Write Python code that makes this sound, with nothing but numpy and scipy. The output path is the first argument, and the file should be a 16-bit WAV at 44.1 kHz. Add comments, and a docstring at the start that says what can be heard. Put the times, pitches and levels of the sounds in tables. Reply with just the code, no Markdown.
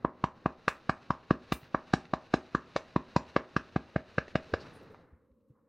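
"""Fingertips tap the side of a chest through a light shirt, about five times a second, near a microphone.
Each impact drives the ribs as a damped oscillator (a thump), rings the air trapped under the fingers
(a pop) and snaps the cloth; a small room adds reflections and standing waves. Friction makes the sleeve
rustle throughout; at the end the arm swishes up, the shirt nudges the microphone and quiet room remains."""
import sys
import numpy as np
from scipy import signal
from scipy.fft import rfft, irfft, next_fast_len
from scipy.io import wavfile

SR = 44100
rng = np.random.default_rng(int(sys.argv[2]) if len(sys.argv) > 2 else 0)


def bounce(signal):
    """Save signal as a 16-bit WAV file at the path given by the first command-line argument."""
    frames = np.transpose(np.atleast_2d(signal))
    limited = np.clip(frames, -1, 1)
    pcm = np.round(limited * 32767).astype(np.int16)
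    wavfile.write(sys.argv[1], SR, pcm)


N = 250576
TIME = np.arange(N) / SR
CONTACT_TIME = np.arange(-1500, 2600) / SR  # seconds from the moment of contact

# Base friction noise of the arm, tapping, lifting, then resting: time_s, hiss_db, rumble_db
SLEEVE_LEVELS = [(0, -74, -62), (.8, -65, -63), (4.521, -64, -61.5), (4.62, -58.5, -52),
                 (4.95, -71.5, -57.5), (5.14, -94, -67), (5.4, -100, -93), (5.68, -100, -80.5)]
# Spectra of sleeve hiss, sleeve rumble, room air, cloth snap and skid: frequency_hz, density_db
HISS_SPECTRUM = [(400, 1), (1000, 0), (1600, 3.5), (2100, -1.5), (2750, 1.5), (3300, -6), (3900, -0.5),
                 (5000, -9), (6200, -13.5), (7500, -24.5), (10000, -30), (16000, -46)]
RUMBLE_SPECTRUM = [(20, -5.5), (45, -18.5), (80, 0), (170, -1), (270, -2.5), (350, -4.5), (500, -3.5),
                   (700, -11), (1200, -11.5), (2000, -17.5), (4000, -53)]
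AIR_SPECTRUM = [(20, -20), (90, 0), (170, 0), (250, 9), (350, -6), (530, 7), (700, -29.5), (1100, -12),
                (1800, -43), (3000, -47.5), (8000, -41), (16000, -40)]
SNAP_SPECTRUM = [(900, -12.5), (1800, 7.5), (2300, 5.5), (2750, 4.5), (3300, -7), (3900, 1), (4700, -6.5),
                 (5800, -8), (7200, -19.5), (9500, -37), (15000, -54.5)]
SKID_SPECTRUM = [(3000, -11.5), (6000, 3.5), (9000, 5), (14000, -2), (16000, 6)]
# Finger impacts on the chest:
# time_s, thump_hz, thump_db, knock_hz, knock_db, pop_db, clap_db, snap_db, snap_tilt_db_per_octave
TAPS = [(0.0494, 255, -24.5, 620, -32, -26, -45, -50.5, -10),
        (0.2414, 175, -25.5, 640, -35.5, -24.5, -45.5, -43, 2.5),
        (0.4607, 203, -24, 690, -30.5, -28, -39, -44.5, -5.5),
        (0.6818, 215, -30.5, 560, -32, -25, -28.5, -33.5, 0),
        (0.896, 189, -25.5, 680, -29, -27.5, -31.5, -40.5, 3),
        (1.1065, 180, -26.5, 570, -35, -25, -40, -44, -3),
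        (1.3087, 222, -17.5, 640, -37, -26.5, -35, -41.5, -0.5),
        (1.523, 205, -25, 700, -34, -32.5, -37, -33, -1.5),
        (1.7476, 260, -26, 580, -27.5, -27, -35.5, -44.5, -7),
        (1.9374, 212, -19, 745, -28.5, -31, -30, -34, 3.5),
        (2.1375, 230, -26.5, 640, -27.5, -29.5, -41, -42, 0),
        (2.34, 280, -19, 690, -28.5, -30.5, -31, -35.5, 2.5),
        (2.5504, 235, -24.5, 600, -51, -26, -31.5, -43, 3),
        (2.7638, 180, -34, 560, -26.5, -33.5, -43, -36.5, 1),
        (2.9626, 213, -21, 590, -31.5, -27, -47, -42.5, -2),
        (3.1641, 184, -21, 550, -27.5, -25, -54.5, -36.5, 1.5),
        (3.3647, 240, -24, 550, -25, -25.5, -32.5, -36, -7),
        (3.566, 196, -24.5, 640, -39.5, -28.5, -30, -39.5, 0.5),
        (3.7627, 185, -22.5, 720, -34.5, -36.5, -37.5, -41, -7),
        (3.9623, 165, -24, 630, -29.5, -39.5, -34.5, -41, -9),
        (4.1836, 154, -26.5, 515, -27, -33.5, -29, -37, -6.5),
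        (4.3564, 180, -24, 620, -27, -37, -37, -36, -1.5),
        (4.5401, 290, -32, 510, -26.5, -36, -34.5, -39, -4.5)]
# Short echo paths off arm and furniture: delay_s, gain_db
REFLECTIONS = [(.0047, -15.5), (.00567, -18.5), (.0099, -21.5), (0.013, -26), (0.0212, -39.5), (0.045, -29)]
# Diffuse reverberation by band: frequency_hz, gain_db, t60_s
ROOM_BANDS = [(59.6, -8, 0.097), (123.8, -29, 0.71), (265, -17, 0.27), (503, -16.5, 0.29), (900, -14, 0.34),
              (1100, -17.5, 0.31), (1580, -16, 0.3), (2410, -9, 0.18), (4120, -6.5, 0.091),
              (6900, -6, 0.18), (13920, -6, .26)]
# Standing waves of the room: pitch_hz, gain_db, t60_s
ROOM_MODES = [(72.6, -5.5, 0.6), (251.6, -6, 0.24), (370, -6, 0.32), (556, -14, 0.36), (637, -10, 0.99),
              (808, -8.5, 0.59), (1097, -12.5, 0.5), (1330, -8, 0.3), (1730, -10, 0.12)]
# Fingers slipping as they land: time_s, level_db, fall_s, tilt_db_per_octave
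SKIDS = [(0.684, -47.5, .008, -12.5), (1.526, -42.5, 0.017, 8.5)]
# Stray touches, mostly shirt on microphone: time_s, pitch_hz, thud_db, tick_db
NUDGES = [(1.526, 62.6, -39, -43), (1.632, 129, -51, -61), (2.054, 148, -51.5, -56),
          (4.2814, 437, -51.5, -53.5), (4.538, 93.6, -32, -41), (4.946, 950, -54, -65),
          (5.132, 77.6, -52, -96), (5.317, 60.8, -64.5, -92), (5.506, 125, -54, -94)]
# Cloth and fingers brushing past: peak_s, centre_hz, half_width_s, level_db
BRUSHES = [(4.515, 420, 0.037, -56), (4.615, 4500, 0.018, -58.5), (4.761, 9600, .025, -71),
           (4.834, 453, 0.032, -51.5), (4.923, 438, 0.029, -55.5), (5.499, 264.6, .02, -65.5),
           (5.576, 1084, 0.03, -71.5)]


def undb(db):
    """Amplitude grows tenfold for every 20 dB."""
    return 10 ** (np.asarray(db) / 20)


def colour(x, spectrum, tilt_db=0):
    """Linear filtering: weight each frequency by a spectrum, its treble tilted by tilt_db an octave."""
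    hz, db = np.transpose(spectrum)
    size = next_fast_len(len(x))
    bin_hz = np.maximum(np.fft.rfftfreq(size, 1 / SR), 1)
    db = db + tilt_db * np.log2(np.clip(hz, 2000, 12000) / 4000)
    gain = undb(np.interp(np.log(bin_hz), np.log(hz), db))
    return irfft(rfft(x, size) * gain, size)[:len(x)]


def noise(spectrum):
    """Filtered Gaussian noise of unit rms."""
    x = colour(rng.standard_normal(N), spectrum)
    return x / x.std()


def wander(rate_hz):
    """Random modulation: interpolated values with a deviation near 1."""
    knots = rng.standard_normal(N // 100)
    return np.sqrt(3 / 2) * np.interp(TIME * rate_hz, np.arange(len(knots)), knots)


def highpass(x, hz, order):
    """A causal Butterworth filter attenuates frequencies below hz."""
    return signal.sosfilt(signal.butter(order, hz, "high", fs=SR, output="sos"), x)


def at_level(x, db, window_s=0.01):
    """Equivalent level: scale a transient so that its energy, spread over window_s, gives db."""
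    return x * undb(db) / np.sqrt(np.sum(x ** 2) / (window_s * SR))


def swell(rise_s, fall_s):
    """A soft contact grows exponentially to its peak, then decays exponentially."""
    return np.exp(np.minimum(CONTACT_TIME / rise_s, -CONTACT_TIME / fall_s))


def ring(hz, rise_s, fall_s):
    """A heavily damped resonance, softly excited."""
    return np.sin(2 * np.pi * hz * CONTACT_TIME) * swell(rise_s, fall_s)


def add(track, time_s, sound):
    """Superpose a transient on the track, its moment of contact at time_s."""
    at = int(round((time_s + CONTACT_TIME[0]) * SR)) + np.arange(len(sound))
    inside = (at >= 0) & (at < N)
    track[at[inside]] += sound[inside]


def sleeve(lift_s=0.13, lift_width_s=0.013, lift_db=3, drop_width_s=0.034, drop_db=4, taut_db=-39.5):
    """Sliding friction makes noise that swells as the hand drops and again as it lifts."""
    time_s, hiss_db, rumble_db = np.transpose(SLEEVE_LEVELS)
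    tap_s, *_, snap_db, _ = np.transpose(TAPS)
    since_tap = TIME[::50, None] - tap_s
    lift = lift_db * np.exp(-((since_tap - lift_s) / lift_width_s) ** 2)
    drop = drop_db * np.exp(-(since_tap / drop_width_s) ** 2)
    stroke_db = np.interp(TIME, TIME[::50], (lift + drop).sum(axis=1))
    slack_db = 0.42 * np.interp(TIME, tap_s, snap_db - taut_db)  # slack cloth snaps and hisses more
    folds, fibres = wander(27), wander(400)  # folds shift slowly, single fibres catch quickly
    hiss_gain = undb(np.interp(TIME, time_s, hiss_db) + slack_db + stroke_db + 1.8 * folds + 1.1 * fibres)
    rumble_gain = undb(np.interp(TIME, time_s, rumble_db) + stroke_db + 0.36 * folds)
    return noise(HISS_SPECTRUM) * hiss_gain + noise(RUMBLE_SPECTRUM) * rumble_gain


def room_air(level_db):
    """The ambient field of a quiet room is stationary, mostly low-pitched noise."""
    return undb(level_db) * noise(AIR_SPECTRUM)


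def chest_thump(hz, delay_s, push_cycles=0.18, damping_ratio=0.55):
    """A force pulse drives the chest as a damped mass on a spring; the slowest motion does not radiate."""
    push = -1 / (1 + ((CONTACT_TIME - delay_s) * hz / push_cycles) ** 2)
    omega = 2 * np.pi * 0.92 * hz
    spring = signal.bilinear([1, 0, 0], [1, 2 * damping_ratio * omega, omega ** 2], SR)
    return highpass(signal.lfilter(*spring, push), hz=35, order=1)


def air_pocket(modes, rise_s, fall_s):
    """Air trapped under the fingers rings as a cavity, a sum of damped modes."""
    return sum(at_level(ring(hz, rise_s, fall_s), db) for hz, db in modes)


def cloth(spectrum, rise_s, fall_s, tilt_db, grain_db=2.5):
    """Pinched fibres click at random and sum to a burst of grainy noise."""
    count = len(CONTACT_TIME)
    fibres = rng.standard_normal(count) * undb(grain_db * rng.standard_normal(count))
    return colour(fibres * swell(rise_s, fall_s), spectrum, tilt_db)


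def taps(firm_db=-22, base_pop_hz=1210.6, clap_hz=1615, slap_time_ratio=0.76):
    """Each impact excites ribs, air pocket and cloth. Returns the near field and the slap sent to the room."""
    near, far = np.zeros(N), np.zeros(N)
    for time_s, thump_hz, thump_db, knock_hz, knock_db, pop_db, clap_db, snap_db, tilt_db in TAPS:
        delay_s = 0.0003 * (thump_db - firm_db)  # a heavy thump peaks after the pop, a light one before
        # The fingers land less together when the thump outweighs the pop.
        spread = 1.25 * np.exp(0.0243 * (thump_db - pop_db))
        # Flatter fingers clap more than they pop, and their smaller pocket rings higher.
        pop_hz = base_pop_hz * 2 ** (0.01 * (clap_db - pop_db))
        modes = [(knock_hz, knock_db), (pop_hz, pop_db), (clap_hz, clap_db)]
        rise_s, fall_s = 0.00083 * spread, 0.00115 * spread
        chest = at_level(chest_thump(thump_hz, delay_s), thump_db)
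        shirt_sway = at_level(ring(hz=48, rise_s=0.0031, fall_s=0.013), thump_db - 23)
        pocket = air_pocket(modes, rise_s, fall_s)
        slap = air_pocket(modes, slap_time_ratio * rise_s, slap_time_ratio * fall_s)
        snap = at_level(cloth(SNAP_SPECTRUM, 0.0008 * spread, 0.0013 * spread, tilt_db), snap_db)
        late_finger = at_level(cloth(SNAP_SPECTRUM, 0.00048, 0.002, tilt_db), snap_db - 9.5)
        hand_settling = at_level(ring(hz=60, rise_s=0.004, fall_s=0.015), thump_db - 22.5)
        add(near, time_s, chest + shirt_sway + pocket + snap)
        add(near, time_s + 0.0045, late_finger)
        add(near, time_s + 0.0064, hand_settling)
        add(far, time_s, undb(-1) * chest + slap + snap)
    return near, far


def reverberation(x, build_s=0.0021, onset_s=0.0013):
    """Convolution with the room's response: diffuse bands and standing waves, each with its own decay."""
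    t = np.arange(SR // 2) / SR
    hz, db, t60 = np.transpose(ROOM_BANDS)
    scatter, response = rng.choice([-1., 1.], len(t)), 0
    log_hz = np.log(np.maximum(np.fft.rfftfreq(len(t), 1 / SR), 1))
    build = 1 - np.exp(-np.maximum(t - onset_s, 0) / build_s)
    for share, band_db, t60_s in zip(np.eye(len(hz)), db, t60):
        band = irfft(rfft(scatter) * np.interp(log_hz, np.log(hz), share), len(t))
        fade = build * np.exp(-np.log(1000) * t / t60_s)
        response += undb(band_db) * band * fade / np.linalg.norm(fade)
    for mode_hz, mode_db, t60_s in ROOM_MODES:
        fade = build * np.exp(-np.log(1000) * t / t60_s)
        response += undb(mode_db) * 2 * np.sin(2 * np.pi * mode_hz * t) * fade / fade.sum()
    return signal.fftconvolve(x, response)[:N]


def reflections(x):
    """Arm and furniture reflect the short wavelengths, each delayed by its path."""
    bright = -highpass(x, hz=280, order=1)
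    return sum(undb(db) * np.interp(TIME - delay_s, TIME, bright, left=0) for delay_s, db in REFLECTIONS)


def skids(rise_s=0.0015):
    """Friction of a slipping finger draws a bright zip from the fibres."""
    out = np.zeros(N)
    for time_s, db, fall_s, tilt_db in SKIDS:
        add(out, time_s, at_level(cloth(SKID_SPECTRUM, rise_s, fall_s, tilt_db), db))
    return out


def nudges(rise_cycles=0.33, fall_cycles=0.9):
    """Soft impacts of finger or shirt on the microphone give damped thuds, some with a tick of cloth."""
    out = np.zeros(N)
    for time_s, hz, thud_db, tick_db in NUDGES:
        thud = at_level(ring(hz, rise_cycles / hz, fall_cycles / hz), thud_db)
        tick = at_level(cloth(SNAP_SPECTRUM, 0.00056, 0.0017, tilt_db=-3.5), tick_db)
        add(out, time_s, thud + tick)
    return out


def brushes(edge_ratio=1.24):
    """Brief rubbing friction gives a grainy swell of narrow-band noise."""
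    out = np.zeros(N)
    for peak_s, hz, half_width_s, db in BRUSHES:
        rub = noise([(hz / 4, -40), (hz / edge_ratio, -14), (hz, 0), (hz * edge_ratio, -14), (hz * 3, -55)])
        envelope = np.exp(-((TIME - peak_s) / half_width_s) ** 2)
        out += rub * undb(db + 2 * wander(150)) * envelope
    return out


def scene():
    """Sources superpose in the mid channel; faint uncorrelated rustle, air and room treble add width."""
    near, far = taps()
    touches = nudges() + skids()
    direct, into_room = near + touches, far + touches
    mid = direct + reflections(direct) + reverberation(into_room) + sleeve() + brushes() + room_air(-70)
    side = undb(-18) * sleeve() + room_air(-85)
    side += undb(-13) * highpass(reverberation(into_room), hz=4500, order=2)
    return np.array([mid + side, mid - side])


def record(dry, ceiling=0.53, cutoff_hz=15800):
    """Soft saturation rounds the tallest peaks; a steep low-pass limits the bandwidth."""
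    rounded = dry / (1 + (dry / ceiling) ** 4) ** (1 / 4)
    return signal.sosfilt(signal.ellip(8, 0.2, 70, cutoff_hz, fs=SR, output="sos"), rounded)


dry = scene()
out = record(dry)
bounce(out)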